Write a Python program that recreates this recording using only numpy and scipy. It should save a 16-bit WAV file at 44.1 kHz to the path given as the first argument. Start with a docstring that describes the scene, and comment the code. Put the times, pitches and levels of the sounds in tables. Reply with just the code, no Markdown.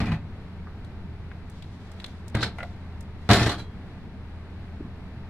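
"""In a yard, a heavy wooden post is shifted by hand on a plastic folding table. It slides, is lifted,
set down and rocked on its creaking edge, then dropped on its side and scraped along. Each knock and
each tiny slip makes post and table ring together. Hands tick and rub on the wood. House walls echo
briefly, and distant traffic and machinery hum behind it all."""
import sys
import numpy as np
from scipy import signal
from scipy.fft import rfft, irfft, next_fast_len
from scipy.io import wavfile
from scipy.ndimage import uniform_filter1d, map_coordinates

SR = 44100
rng = np.random.default_rng(int(sys.argv[2]) if len(sys.argv) > 2 else 0)


def wrap_up_sound(samples):
    """Save the sound to the file named by the first command line argument, as 16-bit audio."""
    columns = np.atleast_2d(samples).T
    # keep every value between -1 and 1, then stretch to whole-number steps
    tamed = np.clip(columns, -1, 1)
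    steps = np.round(tamed * 32767).astype(np.int16)
    wavfile.write(sys.argv[1], SR, steps)


N = 233405
TIME = np.arange(N) / SR
RING_TIME = TIME[:SR // 2]  # half a second for a ring to die away

# stereo width of nearby sounds: (frequency [Hz], side minus middle [dB])
NEAR_WIDTH = [(30, -8), (60, -19), (120, -52), (200, -41), (380, -19.5), (700, -19), (1290, -19),
              (2380, -4), (4400, 2), (8000, -0.5), (15000, 5.5)]


def amp(db):
    """Turn decibels into a gain to multiply by."""
    return 10 ** (np.asarray(db) / 20)


def unit(x):
    """Scale a signal to an average (rms) level of 1."""
    return x / np.sqrt(np.mean(x ** 2) + 1e-20)


def unit_energy(x):
    """Scale a ring to an energy of 1 per channel, on average."""
    return unit(x) / np.sqrt(x.shape[-1])


def curve(points, hz):
    """Read between (frequency, value) points on a logarithmic frequency axis."""
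    freqs, values = np.transpose(points)
    return np.interp(np.log(hz + 1), np.log(freqs + 1), values)


def wobble(rate):
    """A smooth random curve through `rate` new values a second."""
    return map_coordinates(rng.standard_normal(int(N * rate / SR) + 4), [TIME * rate])


def decay(t, fade_s):
    """A fade. Every fade time here is the time it takes to fall by 60 dB."""
    return np.exp(-np.log(1000) * t / fade_s)


def stroke(start_s, length_s, rise_s, fade_s):
    """The strength of one movement: it rises, holds and dies away."""
    t = TIME - start_s
    return np.clip(t / rise_s, 0, 1) * decay(np.maximum(t - length_s, 0), fade_s)


def filtered(x, gain_at):
    """Give each frequency of a signal its own gain."""
    size = next_fast_len(x.shape[-1] + SR // 4)
    return irfft(rfft(x, size) * gain_at(np.fft.rfftfreq(size, 1 / SR)), size)[..., :x.shape[-1]]


def keep_band(x, edge_hz, kind, order=4):
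    """Keep the low, middle or high part of a signal."""
    return signal.sosfilt(signal.butter(order, edge_hz, kind, fs=SR, output="sos"), x)


def stereo_angle(width, hz):
    """How wide a frequency sounds, as an angle; 0 is dead centre."""
    return np.arctan(amp(curve(width, hz)))


def noise(db_at, width, size):
    """Stereo noise of level 1, coloured by a function from frequency to dB."""
    def gains(hz):
        angle = stereo_angle(width, hz)
        return amp(db_at(hz)) * [np.cos(angle), np.sin(angle)]
    middle, side = filtered(rng.standard_normal((2, size)), gains)
    return unit(np.array([middle + side, middle - side]))


def dense_ring(db_at, fades):
    """A noisy stereo ring in which each frequency dies at its own speed."""
    hz, t, spectrum = signal.stft(noise(db_at, NEAR_WIDTH, len(RING_TIME)), SR, nperseg=256)
    _, ring = signal.istft(spectrum * decay(t, curve(fades, hz)[:, None]), SR, nperseg=256)
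    return unit_energy(ring[:, :len(RING_TIME)])


def add(track, start_s, sound):
    """Mix a sound into the track at the given time."""
    part = track[:, max(round(start_s * SR), 0):][:, :sound.shape[-1]]
    part += sound[..., :part.shape[-1]]


def excite(x, ring):
    """Let every sample of x set off a stereo ring (convolution)."""
    return signal.fftconvolve(np.atleast_2d(x), ring, axes=1)[:, :N]


def traffic_and_machine(rumble_db=-40.5, hiss_db=-52, drift_hz=1):
    """Far traffic rumbles and hisses around the unsteady hum of a machine."""
    # colours of the traffic's rumble and hiss: (frequency [Hz], level [dB])
    rumble_colour = [(15, 2), (38, -1), (50, 2), (75, -1.5), (105, 3), (135, -3), (190, -1), (240, -7),
                     (320, -12.5), (450, -22), (900, -57), (2000, -120)]
    hiss_colour = [(180, -18), (300, -11.5), (404, 0.5), (553, -7.5), (591, -4), (865, -5.5), (940, -6.5),
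                   (1090, -8), (1310, -9), (2010, -11), (3040, -17.5), (4100, -19), (6620, -34.5),
                   (12400, -38.5), (15700, -83)]
    # the machine's tones: (pitch [Hz], level [dB])
    tones = [(81, -44.5), (188, -54), (915, -71), (1561, -74), (12030, -95)]
    # stereo width of distant sounds: (frequency [Hz], side minus middle [dB])
    far_width = [(25, -7.5), (70, -16), (150, -43), (300, -21.5), (640, -17), (1410, -10.5), (3100, 4),
                 (7000, -0.5), (15000, 4.5)]
    rumble = amp(rumble_db + wobble(6.095)) * noise(lambda hz: curve(rumble_colour, hz), far_width, N)
    hiss = amp(hiss_db + 0.78 * wobble(5.37)) * noise(lambda hz: curve(hiss_colour, hz), far_width, N)
    hum = 0
    for hz, db in tones:
        level = amp(db + 2 * wobble(4.935))
        pitch = hz + drift_hz * wobble(4.2)
        hum += level * unit(np.sin(2 * np.pi * np.cumsum(pitch) / SR))
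    return rumble + hiss + hum


def contact(time_s, db, hardness_db, bass_loss=0.36):
    """Give the move under way and its low, middle and high gains: harder is brighter and thinner."""
    # the post presses on a different part of the table in each move (slide, set-down, drop):
    # (start [s], bass [dB], treble [dB])
    moves = [(0, 10.5, -13.5), (2.2, 6, -7), (3.1, 0, -3)]
    move = sum(time_s >= row[0] for row in moves[1:])
    _, bass_db, treble_db = moves[move]
    return move, amp(db + np.array([bass_db - bass_loss * hardness_db, 0, treble_db + hardness_db]))


def post_and_table(move, gains, dense_db=3, scatter_db=2.5, low_hz=270, high_hz=3000, give_s=0.00037):
    """Post and table top ring together, a little differently at each spot that is touched."""
    # their main tones: (pitch [Hz], fade [s], slide level [dB], set-down level [dB], drop level [dB])
    tones = [(84, .14, -4, -9, -11), (118, .15, -7, -2, 3), (168, .14, 2, -14, -11), (205, .1, -9, -8, -2),
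             (325, .11, -20, -8, -11), (400, .09, -26, -14, -7), (569, .09, -20, -24, -14),
             (698, .1, -16, -19, -7), (835, .08, -22, -21, -12), (1112, .1, -22, -19, -16),
             (1255, .08, -24, -23, -15), (1535, .08, -24, -11, -13), (1770, .1, -23, -24, -13),
             (1990, .06, -19, -19, -19), (2229, .06, -22, -23, -22), (2500, .04, -18, -28, -25),
             (3268, .5, -46, -36, -27), (3620, .13, -38, -24, -21), (4005, .13, -34, -19, -17),
             (4235, .15, -42, -17, -20), (5210, .06, -48, -23, -27), (6600, .12, -56, -42, -36),
             (8000, .06, -56, -37, -37), (10700, .13, -60, -46, -41)]
    # the crowd of tones between those, one list per move: (frequency [Hz], level [dB])
    dense_colours = [
        [(20, -8), (45, -15), (100, 4), (200, -12), (300, -15.5), (440, -24), (700, -18.5), (2400, -22.5),
         (3200, -30.5), (4300, -28.5), (6000, -39.5), (15000, -54)],
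        [(20, 0), (50, -17), (110, 4), (300, -5.5), (500, -5), (1000, -5.5), (2100, -9.5), (2800, -17),
         (4000, -9.5), (6000, -29), (11000, -36), (15500, -61)],
        [(20, -27), (45, -17), (110, -1), (300, -2), (700, -6), (1700, -6), (2700, -16.5), (4000, -12.5),
         (5500, -22), (8000, -27.5), (11000, -32), (13000, -38.5), (15500, -46)],
    ]
    # how long that crowd rings: (frequency [Hz], fade [s])
    dense_fades = [(100, 0.15), (700, 0.16), (3000, 0.11), (12000, 0.11)]
    ring = amp(dense_db) * dense_ring(lambda hz: curve(dense_colours[move], hz), dense_fades)
    for hz, fade_s, *move_db in tones:
        scatter, lean = rng.standard_normal(2)
        # short waves reach the left and right microphone openings out of step
        phase = np.sign(lean) * stereo_angle(NEAR_WIDTH, hz) * np.array([[1], [-1]])
        tone = np.sin(2 * np.pi * hz * RING_TIME + phase) * decay(RING_TIME, fade_s)
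        ring += amp(move_db[move] + scatter_db * scatter) * unit_energy(tone)
    ring *= 1 - np.exp(-RING_TIME / give_s)  # the plastic gives way for a moment
    ring = keep_band(ring, 27, "highpass", order=2)  # the table is too small to give off deep bass
    bands = [(low_hz, "lowpass"), ([low_hz, high_hz], "bandpass"), (high_hz, "highpass")]
    return sum(gain * unit_energy(keep_band(ring, *band)) for gain, band in zip(gains, bands))


def scrapes(slips_per_s=450, scatter_db=5.0, fine_share=0.3, clump_db=3, slowing_db_per_s=40.5):
    """The grain sticks and slips in uneven clumps, ringing new spots as the post travels and slows."""
    # slides of the post: (start [s], length [s], pressure [dB], hardness [dB])
    slides = [(0, 0.15, -36, 0), (2.359, 0.072, -38.5, 0), (2.416, 0.043, -40, 6.5), (3.312, 0.12, -25, 0),
              (3.448, 0.071, -29.5, -1), (3.57, 0.027, -43.5, 0.5)]
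    slips = rng.random(N) < slips_per_s / SR
    slips = slips * amp(scatter_db * np.clip(rng.standard_normal(N), -2, 2))
    clumps = amp(clump_db * wobble(130))
    force = clumps * (unit(slips * rng.choice([-1, 1], N)) + fine_share * rng.standard_normal(N))
    spot = SR // 25  # samples it takes to cross one spot
    force /= np.sqrt(abs(uniform_filter1d(force ** 2, spot)) + 1e-9)  # weight steadies the friction
    stop_s = 0.125
    out = np.zeros((2, N))
    for start_s, length_s, db, hardness_db in slides:
        move, gains = contact(start_s, db, hardness_db)
        slowing = amp(-slowing_db_per_s * np.clip(TIME - start_s, 0, length_s))
        speed = stroke(start_s, length_s, rise_s=0.0079, fade_s=stop_s) * slowing
        for centre in range(int(start_s * SR), int((start_s + length_s + stop_s / 2) * SR), spot):
            span = np.arange(max(centre - spot, 0), centre + spot)
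            load = np.cos(np.pi / 2 * (span - centre) / spot)  # the weight rolls on to the next spot
            push = force[span] * speed[span] * load
            add(out, span[0] / SR, excite(push, post_and_table(move, gains)))
    return out


def knocks(contact_s=0.0044):
    """Flat landings thump and hard corners crack; each strikes a new spot."""
    # the post hits the table: (time [s], force [dB], hardness [dB])
    hits = [(0.002, -26, 3.5), (0.033, -35.5, -3), (0.057, -36, 7), (0.081, -34, -10), (0.118, -29, 1),
            (2.344, -33, -8), (2.348, -23.5, -10), (2.407, -35, 8), (2.428, -27, 12.5), (3.29, -16, -7),
            (3.301, -10, -11), (3.311, -12.5, -1), (3.331, -17.5, 4.5), (3.345, -19, -18),
            (3.415, -21, -17), (3.461, -21.5, -5), (4.845, -47, -52)]
    out = np.zeros((2, N))
    for time_s, db, hardness_db in hits:
        move, gains = contact(time_s, db, hardness_db)
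        add(out, time_s, post_and_table(move, gains))
    return np.sqrt(contact_s * SR) * out  # energy grows with the contact time


def resonance(pitch, fade_s, falloff_db, tone_share, rise_s=0.00018):
    """One tone rings along with its neighbours, a narrow band of noise."""
    neighbours = noise(lambda hz: -falloff_db * np.log2((hz + 1) / pitch) ** 2,
                       NEAR_WIDTH, len(RING_TIME))
    ring = unit(neighbours + tone_share * np.sin(2 * np.pi * pitch * RING_TIME))
    return ring * decay(RING_TIME, fade_s) * (1 - np.exp(-RING_TIME / rise_s))


def edge_catches():
    """The post's edge catches lightly on the plastic and rings one tone: a short 'tock'. The ring at 2.416 s is
    instead a hard hit that sets a high tone of the post ringing."""
    # catches of the edge, and at 2.416 s a hard hit ringing a high tone of the post: (time [s], level [dB],
    # pitch [Hz], fade [s])
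    catches = [(0.671, -40, 1220, .049), (1.3156, -35.5, 1610, 0.026), (2.416, -34, 4160, 0.13),
               (2.428, -22.5, 1504, 0.071), (2.429, -35.5, 5300, 0.096), (4.802, -32, 296, 0.088)]
    out = np.zeros((2, N))
    for time_s, db, pitch, fade_s in catches:
        add(out, time_s, amp(db) * resonance(pitch, fade_s, falloff_db=18, tone_share=1.4))
    return out


def hands(tick_fade_s=0.031, tick_rise_s=0.00093, tick_boost_db=3, settle_s=0.018, settle_db=-12):
    """Skin and cloth rub faintly; a finger ticks twice, as it lands and as it settles."""
    # palms and shirt rub as the grip shifts: (start [s], length [s], level [dB])
    rubs = [(1.433, 0.69, -64.5), (2.506, 0.17, -64.5), (3.17, .2, -63.5)]
    # fingers and splinters tick on the wood: (time [s], snap level [dB], ring above the snap [dB])
    ticks = [(0.846, -58.5, 4), (1.498, -52, -18), (1.623, -55, 14), (1.916, -52.5, -9),
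             (2.000, -55.5, 16.5), (2.042, -48, 17.5), (2.062, -49.5, 6), (2.280, -45.5, -6),
             (2.350, -37, -8), (2.584, -51.5, 3.5), (2.63, -52.5, 12), (3.007, -47.5, -9)]
    # colours of the rub, a tick's snap and its wooden ring: (frequency [Hz], level [dB])
    rub_colour = [(1000, -25), (3500, 17.5), (8000, 2.5), (12000, -5), (16000, -24)]
    snap_colour = [(2000, -30), (5000, 0), (8500, 1), (11000, -4), (16000, -13)]
    ring_colour = [(300, -35), (700, -9), (1200, -16), (2000, -7), (2700, -8), (3500, 0), (4050, 0),
                   (4600, -11), (5500, -20), (12000, -45)]
    rubbing = sum(amp(db) * stroke(start_s, length_s, rise_s=0.085, fade_s=1)
                  for start_s, length_s, db in rubs)
    roughness = amp(2 * wobble(38.54))
    out = rubbing * roughness * noise(lambda hz: curve(rub_colour, hz), NEAR_WIDTH, N)
    shape = amp(tick_boost_db) * decay(RING_TIME, tick_fade_s) * (1 - np.exp(-RING_TIME / tick_rise_s))
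    for time_s, db, ring_db in ticks:
        for delay_s, touch_db in [(0, 0), (settle_s, settle_db)]:
            snap = noise(lambda hz: curve(snap_colour, hz), NEAR_WIDTH, len(RING_TIME))
            ring = noise(lambda hz: curve(ring_colour, hz), NEAR_WIDTH, len(RING_TIME))
            add(out, time_s + delay_s, amp(db + touch_db) * shape * (snap + amp(ring_db) * ring))
    return out


def creak():
    """The post rocks on its edge and slips three times, ringing the same few tones each time."""
    # slips of the edge: (time [s], level [dB], brightness [dB per octave])
    slips = [(2.585, -36.5, 0), (2.604, -36, 1), (2.628, -29, -5)]
    # tones of the creak: (pitch [Hz], level [dB], fade [s])
    tones = [(702, -2.5, .11), (1410, -1, 0.069), (2025, 1, 0.056)]
    out = np.zeros((2, N))
    for time_s, db, brightness in slips:
        for hz, tone_db, fade_s in tones:
            octaves = np.log2(hz / tones[0][0])
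            ring = resonance(hz, fade_s, falloff_db=34, tone_share=1.5)
            add(out, time_s, amp(db + tone_db + brightness * octaves) * ring)
    return out


def scene(echo_db=-19, echo_delay_s=0.014):
    """Mix the background, the handling of the post and its echo from the house walls."""
    # how long the yard echoes: (frequency [Hz], fade [s])
    yard_fades = [(150, 0.76), (1500, 0.33), (5000, 0.22), (12000, 0.097)]
    background = traffic_and_machine()
    near = hands() + edge_catches() + creak() + knocks() + scrapes()
    out = near + background
    echo = excite(near, dense_ring(np.zeros_like, yard_fades))
    add(out, echo_delay_s, amp(echo_db) * echo)
    return out


def record(dry, top_hz=15820):
    """The two microphone openings colour the sound a little differently; the highest treble is cut."""
    # balance between the openings: (frequency [Hz], left minus right [dB])
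    balance = [(700, 0.23), (1300, 0), (2300, 4), (4400, -3), (9000, -0.5), (15000, 4)]
    left_right = np.array([[1], [-1]])
    return filtered(dry, lambda hz: amp(curve(balance, hz) / 2 * left_right) * (hz < top_hz))


dry = scene()
out = record(dry)
wrap_up_sound(out)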